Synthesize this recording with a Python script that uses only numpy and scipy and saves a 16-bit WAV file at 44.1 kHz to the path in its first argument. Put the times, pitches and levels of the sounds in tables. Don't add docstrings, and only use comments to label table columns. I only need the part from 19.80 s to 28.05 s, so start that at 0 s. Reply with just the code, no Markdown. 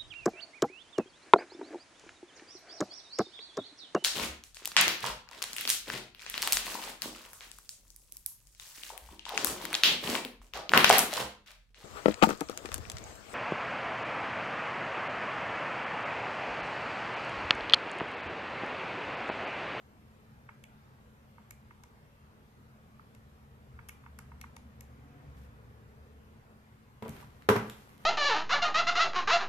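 import sys
import numpy as np
from scipy import signal
from scipy.fft import rfft, irfft
from scipy.io import wavfile
from scipy.ndimage import uniform_filter1d

SR = 44100
rng = np.random.default_rng(int(sys.argv[2]) if len(sys.argv) > 2 else 0)


def materialize(psi):
    bounded = np.clip(np.atleast_2d(psi).T, -1, 1)
    quanta = np.round(bounded * 32767).astype(np.int16)
    wavfile.write(sys.argv[1], SR, quanta)


N = 363820
LAG = 14


def amp(db):
    return 10 ** (np.asarray(db) / 20)


def evened(x):
    return x / np.sqrt(np.mean(x ** 2) + 1e-20)


def read(points, hz):
    f, value = np.transpose(points)
    return np.interp(np.log(hz + 1), np.log(f + 1), value)


def add(mix, s, sound):
    part = mix[:, round(s * SR):][:, :sound.shape[1]]
    part += sound[:, :part.shape[1]]


def later(x):
    return np.array([x[0], np.roll(x[1], LAG)])


def blend(a, b, same):
    same = np.clip(same, -1, 1)
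    return np.array([a, same * a + np.sqrt(1 - same ** 2) * b])


# frequency in Hz, left-right likeness (1 is identical).
LIKENESS = [(150, 0.97), (300, 0.53), (600, 0.8), (1200, 0.47), (3000, 0.0097), (9000, 0.015)]


def noise(colour, patchy_db, size=2048):
    frames, hz = 4 * N // size + 5, np.fft.rfftfreq(size, 1 / SR)
    a, b, c, d, patches = rng.standard_normal((frames, len(hz), 5)).T
    patches = uniform_filter1d(patches, size=9, axis=0)
    patches = evened(uniform_filter1d(patches, size=9, axis=1))
    spectra = blend(a + 1j * b, c + 1j * d, read(LIKENESS, hz)[:, None])
    spectra *= colour(hz)[:, None] * amp(patchy_db * patches)
    return evened(signal.istft(spectra, nperseg=size, noverlap=3 * size // 4)[1][:, :N])


def wander(slowest_hz, fastest_hz, count):
    t = np.arange(N) / SR
    speeds = np.geomspace(slowest_hz, fastest_hz, num=count)
    return evened(sum(np.sin(2 * np.pi * (f * t + rng.random())) for f in speeds))


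def tone(hz, db, waver_db):
    level = np.sqrt(2) * amp(db + waver_db * wander(.4, 7, 12))
    cycles = np.cumsum(hz + np.zeros(N)) / SR
    return level * np.sin(2 * np.pi * (cycles + rng.random()))


def ring(modes, rise_s, scatter_db, unlike, detune, length=4096):
    hz, db, t60 = np.transpose(modes)[:, :, None]
    t = np.arange(length) / SR
    level_z, turn_z, side_z, pitch_z = rng.standard_normal((4, len(modes), 1))
    apart = unlike * np.clip(hz / 1000, 0, 1)
    turn = apart * np.array([-turn_z, turn_z])
    side_db = 2 * apart * np.array([-side_z, side_z])
    waves = np.sin(2 * np.pi * hz * (1 + detune * pitch_z) * t + turn)
    levels = amp(db + scatter_db * level_z + side_db - 60 * t / t60)
    x = (levels * waves).sum(1)
    x *= 1 - np.exp(-(t / rise_s) ** 2)
    return x / abs(x).max()


def burst(colour, t60, same, rise_s):
    t = np.arange(4096) / SR
    log_gain = np.log(amp(read(colour, abs(np.fft.fftfreq(1024, 1 / SR)))))
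    taps = np.fft.ifft(np.exp(np.conj(signal.hilbert(log_gain)))).real[:512]
    shape = amp(-60 * t / t60) * (1 - np.exp(-t / rise_s))
    a, b = rng.standard_normal((2, len(t))) * shape
    x = signal.fftconvolve(blend(a, b, same), taps[None], axes=1)[:, :len(t)]
    return x / np.sqrt((x ** 2).sum(1, keepdims=True) / (t60 * SR / 20))


# frequency in Hz, relative level in dB per Hz.
AIR_COLOUR = [(35, -19.5), (65, -6.5), (130, -4), (170, -11.5), (220, -8), (300, -19.5), (440, -16),
              (650, -21), (1100, -19.5), (2400, -29), (4500, -37), (9500, -42.5), (13500, -40)]
# frequency in Hz, middle level in dB, wavering in dB.
HUM_LINES = [(217.5, -67, 2.5), (1365, -85, 2.5)]


def room_tone():
    air = amp(-57.5) * noise(lambda hz: amp(read(AIR_COLOUR, hz)), 1.8)
    return air + sum(tone(*line) for line in HUM_LINES)


PASS_S = 4.9
NEARING_S, LEAVING_S = 1, 2.17
RUMBLE_SWELL_DB = 2


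def band(hz, width):
    return noise(lambda f: 1 / (1 + ((f - hz) / (width / 2)) ** 2), 2.9, size=8192)


# frequency in Hz, width in Hz, level in dB before drift,
# dB gained as the vehicle passes.
ROOM_BOOMS = [(68.4, 25, -66.5, 9), (129.7, 41, -65.5, 3.5), (266.6, 50, -78, 11), (457, 125, -79, 12.5),
              (920, 1900, -81.5, 17)]


def rumble():
    t = np.arange(N) / SR
    near = np.exp(-((t - PASS_S) / np.where(t < PASS_S, NEARING_S, LEAVING_S)) ** 2)
    swell_db = RUMBLE_SWELL_DB * wander(.2, 1.5, 8)
    out = np.zeros((2, N))
    for hz, width, db, gain_db in ROOM_BOOMS:
        out += amp(db + gain_db * near + swell_db) * band(hz, width)
    return out


# frequency in Hz, relative level in dB, seconds to die by 60 dB.
LOW_CASE_MODES = [(924, -7, 0.039), (1210, 5, 0.012), (1447, 2.5, 0.013)]
UPPER_CASE_MODES = [(1867, 10, 0.022), (2196, 6, 0.027), (2647, 7, 0.014), (3180, 7, 0.008)]
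KEY_DETUNE = .012


def case_rings(low_db, low_hz, upper_db, upper_hz, rise_s):
    low_modes = [(low_hz if abs(f - low_hz) < 125 else f, db - 9 * abs(np.log2(f / low_hz)), t60)
                 for f, db, t60 in LOW_CASE_MODES]
    upper_modes = [(f, db - 16 * abs(np.log2(f / upper_hz)), t60) for f, db, t60 in UPPER_CASE_MODES]
    low = amp(low_db) * ring(low_modes, rise_s, 0.37, 0.71, KEY_DETUNE)
    upper = amp(upper_db) * ring(upper_modes, 0.47 * rise_s, 1.0, 0.089, KEY_DETUNE)
    return low * amp([[-1], [1]]), later(upper * amp([[-1.5], [1.5]]))


# time in seconds, low ring in dB, strongest low ring in Hz, upper ring in dB.
KEY_PRESSES = [(0.69, -38, 1400, -42.5), (1.581, -43, 928, -54), (1.908, -44, 1170, -48),
               (3.195, -41, 1250, -56), (3.99, -40, 1430, -44.5), (4.237, -49, 1005, -58),
               (4.2618, -41.5, 1170, -47), (4.517, -41.5, 945, -55), (4.64, -37.5, 1160, -45)]
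# time in seconds, tick in dB, low ring in dB, strongest low ring in Hz, upper ring in dB,
# strongest upper ring in Hz, tilt of the tick's colour in dB per octave.
KEY_RELEASES = [(0.8387, -46.5, -65, 940, -41, 2840, 5), (1.708, -38, -47.5, 1630, -40, 2120, 7),
                (2.036, -47, -47.5, 974, -50.5, 2300, 4), (3.3488, -51, -58, 940, -54.5, 2350, 4),
                (4.087, -36, -47, 1520, -44.5, 3220, 15), (4.092, -37.5, -46.5, 1550, -36.5, 2520, 8.5),
                (4.3885, -39.5, -40.5, 1400, -42.5, 2300, 5), (4.613, -38.5, -51, 1240, -39.5, 2370, 3.5),
                (4.7653, -43, -42, 917, -44.5, 2280, 1), (5.008, -40, -62, 1035, -47.5, 2250, 8)]
# frequency in Hz, relative level in dB.
TICK_COLOUR = [(2000, -11), (3500, -1), (4700, 0), (6300, 4), (8300, -4.5), (10200, -3.5), (13000, -9)]


def keys():
    out = np.zeros((2, N))
    for s, low_db, low_hz, upper_db in KEY_PRESSES:
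        low, upper = case_rings(low_db, low_hz, upper_db, 1670, rise_s=0.0023)
        add(out, s - .0015, upper)
        add(out, s - .0006, low)
        add(out, s + 0.000826, upper)
    for s, tick_db, low_db, low_hz, upper_db, upper_hz, tilt_db in KEY_RELEASES:
        colour = [(hz, db + tilt_db * np.log2(hz / 7000)) for hz, db in TICK_COLOUR]
        tick = amp(tick_db) * burst(colour, 0.014, 0.15, .0001) * amp([[3], [-5]])
        low, upper = case_rings(low_db, low_hz, upper_db, upper_hz, rise_s=0.0014)
        add(out, s - .0001, later(tick) + low + upper)
    return out


# frequency in Hz, seconds to die by 60 dB.
ECHO_T60 = [(100, 0.6), (400, 0.51), (1500, 0.51), (5000, 0.43), (12000, 0.28)]
# frequency in Hz, left-right likeness of the echoes (1 is identical).
ECHO_LIKENESS = [(150, .998), (350, .96), (700, .4), (1500, .15), (9000, .02)]


def tail(start, slow):
    taps = np.zeros((2, SR))
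    at = np.arange(start, SR - 20, 20)
    at = at + rng.integers(0, 20, (2, len(at)))
    np.put_along_axis(taps, at, rng.choice([-1., 1.], at.shape), 1)
    hz, t, z = signal.stft(taps, SR, nperseg=512)
    fade = amp(-60 * t / (slow * read(ECHO_T60, hz)[:, None]))
    a, b = rfft(signal.istft(z * fade, SR, nperseg=512)[1][:, :SR])
    echoes = irfft(blend(a, b, read(ECHO_LIKENESS, np.fft.rfftfreq(SR, 1 / SR))), SR)
    return echoes * (np.arange(SR) >= start) / np.linalg.norm(echoes[0])


def room(x, start, slow, bass_db):
    x = x.mean(0)
    bass = signal.sosfiltfilt(signal.butter(2, 900, fs=SR, output="sos"), x)
    treble = x - bass
    turn = 2 * np.pi * 170 * np.arange(N) / SR
    paths = amp(bass_db) * bass + treble * np.cos(turn), treble * np.sin(turn)
    return sum(signal.fftconvolve(p[None], tail(start, slow), axes=1)[:, :N] for p in paths)


CYCLE_HZ, SAG_HZ_PER_S = 24.0, .9
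# order (multiple of the cycle), loudest time in seconds, seconds to fall by 10 dB, peak in dB before wavering.
ENGINE_ORDERS = [(3, 4.8, 1.25, -54.5), (6, 4.6, .5, -64), (6, 5.45, .4, -58), (8, 4.6, .6, -65),
                 (10, 4.7, .7, -65)]
# start in seconds, length in seconds, first pitch in Hz, last pitch in Hz, first level in dB, last level in dB.
LOW_DRONES = [(4.198, 1.85, 127.7, 109, -66, -56.5), (6.09, 0.305, 72.2, 73.5, -63, -53)]
DRONE_BEND, DRONE_EDGE_S = 1.5, 0.027


def engine():
    t = np.arange(N) / SR
    cycle_hz = CYCLE_HZ - SAG_HZ_PER_S * (t - PASS_S)
    out = np.zeros(N)
    for order, s, half, db in ENGINE_ORDERS:
        out += tone(order * cycle_hz, db - 10 * ((t - s) / half) ** 2, 1.6)
    for s, length, first_hz, last_hz, first_db, last_db in LOW_DRONES:
        u = np.clip((t - s) / length, 0, 1)
        edge = np.clip(np.minimum(t - s, s + length - t) / DRONE_EDGE_S + 1, 0, 1)
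        hz = first_hz + (last_hz - first_hz) * u ** DRONE_BEND
        out += edge * tone(hz, first_db + (last_db - first_db) * u, 0.61)
    return out


# start in seconds, length in seconds before the fall, level in dB, treble in dB against the dull part.
PAPER_STROKES = [(5.54, 0.11, -69.5, 6), (7.3, 0.12, -50.5, -2.5), (7.42, 0.22, -62, -2.5),
                 (7.723, 0.32, -58.5, 2), (8.053, 0.1, -58.5, -1.5), (8.169, 0.1, -57.5, -2)]
# frequency in Hz, relative level in dB per Hz.
RUB_COLOUR = [(200, 2.5), (400, -1.5), (1000, -2.5), (2300, -8), (4000, -14), (8000, -18.5), (13000, -16.5)]
STROKE_RISE_S, STROKE_FALL_S = 0.04, 0.023
GRAINS_PER_S, GRAIN = 500, .35


def rustle():
    t = np.arange(N) / SR
    x = noise(lambda hz: amp(read(RUB_COLOUR, hz)), 0.85, size=256)
    hits = rng.exponential(1, N) * (rng.random(N) < GRAINS_PER_S / SR)
    catches = signal.oaconvolve(hits, np.hanning(70), "same")
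    x = evened(x * (1 + GRAIN * evened(catches)))
    dull = signal.sosfilt(signal.butter(2, 4000, fs=SR, output="sos"), x)
    out = np.zeros((2, N))
    for s, length, level_db, bright_db in PAPER_STROKES:
        rise = np.clip((t - s) / STROKE_RISE_S, 0, 1)
        fall = np.exp(-np.maximum(t - s - length, 0) / STROKE_FALL_S)
        out += amp(level_db) * rise * fall * (dull + amp(bright_db) * (x - dull))
    return out


# time in seconds, force in dB, hardness of the contact in dB, deep thump in dB,
# ring that the struck spot favours in Hz.
DESK_BLOWS = [(7.2233, -31, -11, -34.5, 228), (7.25, -39, -8.5, -49, 450), (7.259, -31.5, -43, -42, 530),
              (7.285, -35, -23, -34.5, 233), (7.298, -48, -23, -35.5, 99), (7.425, -48.5, -9, -60, 1100),
              (7.6884, -8.5, -4.5, -28, 403), (7.6983, -11, -29, -19, 420), (7.756, -19.5, -17, -36, 410),
              (7.762, -21.5, -5, -21.5, 224), (7.814, -48, -20, -31, 224)]
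# frequency in Hz, relative level in dB, seconds to die by 60 dB.
DEEP_MODES = [(103, -21, 0.065), (120.2, 6.5, 0.11), (138.4, 5.5, 0.081), (221.6, 4, 0.11),
              (277.4, -7, 0.12)]
BOARD_MODES = [(410.6, -1, 0.16), (439.6, 1.5, 0.21), (511.6, -2, 0.13), (642, -6, 0.26),
               (383, 15.5, 0.0079), (975, 9, 0.11), (1150, 9, 0.066)]
# frequency in Hz, relative level in dB.
CLACK_COLOUR = [(150, -24.5), (700, 2.5), (1100, 5.5), (1600, -3), (2600, -10), (4000, -24)]
CRACK_COLOUR = [(400, -5), (1500, 7), (3200, 3), (5500, -8.5), (9000, -22), (12500, -18), (14500, -3)]
SPOT_DB_PER_OCTAVE = 12
CLACK_DB, CLACK_SHARE = -6.5, 0.2


def favoured(modes, spot_hz):
    return [(f, db - SPOT_DB_PER_OCTAVE * abs(np.log2(f / spot_hz)), t60) for f, db, t60 in modes]


def knocks():
    out = np.zeros((2, N))
    for s, force_db, hard_db, thump_db, spot_hz in DESK_BLOWS:
        deep = ring(favoured(DEEP_MODES, spot_hz), 0.00237, 0.73, 0.54, 0.0061, length=SR // 2)
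        board = ring(favoured(BOARD_MODES, spot_hz), .0008, .7, .3, .004, length=SR // 2)
        clack = later(burst(CLACK_COLOUR, 0.088, 0.11, 0.00049))
        crack = later(burst(CRACK_COLOUR, 0.019, 0.53, 0.00071))
        add(out, s, -amp(thump_db) * deep)
        add(out, s, -amp(force_db) * board * amp([[.6], [-.6]]))
        add(out, s, amp(force_db + CLACK_DB + CLACK_SHARE * hard_db) * clack * amp([[-1.3], [1.3]]))
        add(out, s, amp(force_db + hard_db) * crack * amp([[4], [-4]]))
    return signal.sosfilt(signal.butter(2, 70, "high", fs=SR, output="sos"), out)


# time in seconds, level in dB, treble in dB (the colour below sets it some 4 dB lower).
BARREL_TICKS = [(7.281, -41, -4), (7.293, -38, 3), (7.366, -47, -14), (7.413, -49, -6), (7.622, -44.5, -21),
                (7.898, -32, -11.5), (8.179, -51, -2)]


def pen():
    out = np.zeros((2, N))
    for s, db, treble_db in BARREL_TICKS:
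        colour = [(1200, -9), (2300, 2), (3500, -7.0), (5500, treble_db - 4.0), (13000, treble_db - 4.5)]
        add(out, s, amp(db) * burst(colour, 0.012, 0.6, 0.00012))
    return out


def scene():
    pressed, struck = keys(), knocks() + pen()
    wet = amp(-7.5) * room(pressed, start=400, slow=.8, bass_db=-5)
    wet = wet + amp(-1.5) * room(struck, start=300, slow=0.88, bass_db=-8.5)
    far = room_tone() + rumble() + engine()
    return pressed + struck + wet + later(rustle()) + later(far * amp([[.3], [-.3]]))


# frequency in Hz, level in dB.
TREBLE_FALL = [(14300, -1.5), (14800, -18), (15800, -52)]
EDGE_HZ = 15800


def record(dry):
    hz = np.linspace(0, SR / 2, 257)
    gains = amp(read(TREBLE_FALL, hz)) * (hz < SR / 2)
    heard = signal.oaconvolve(dry, signal.firwin2(255, hz, gains, fs=SR)[None], "same", axes=1)
    limit = signal.firwin(511, EDGE_HZ, window=("kaiser", 9), fs=SR)
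    return signal.oaconvolve(heard, limit[None], "same", axes=1)


dry = scene()
out = record(dry)
materialize(out)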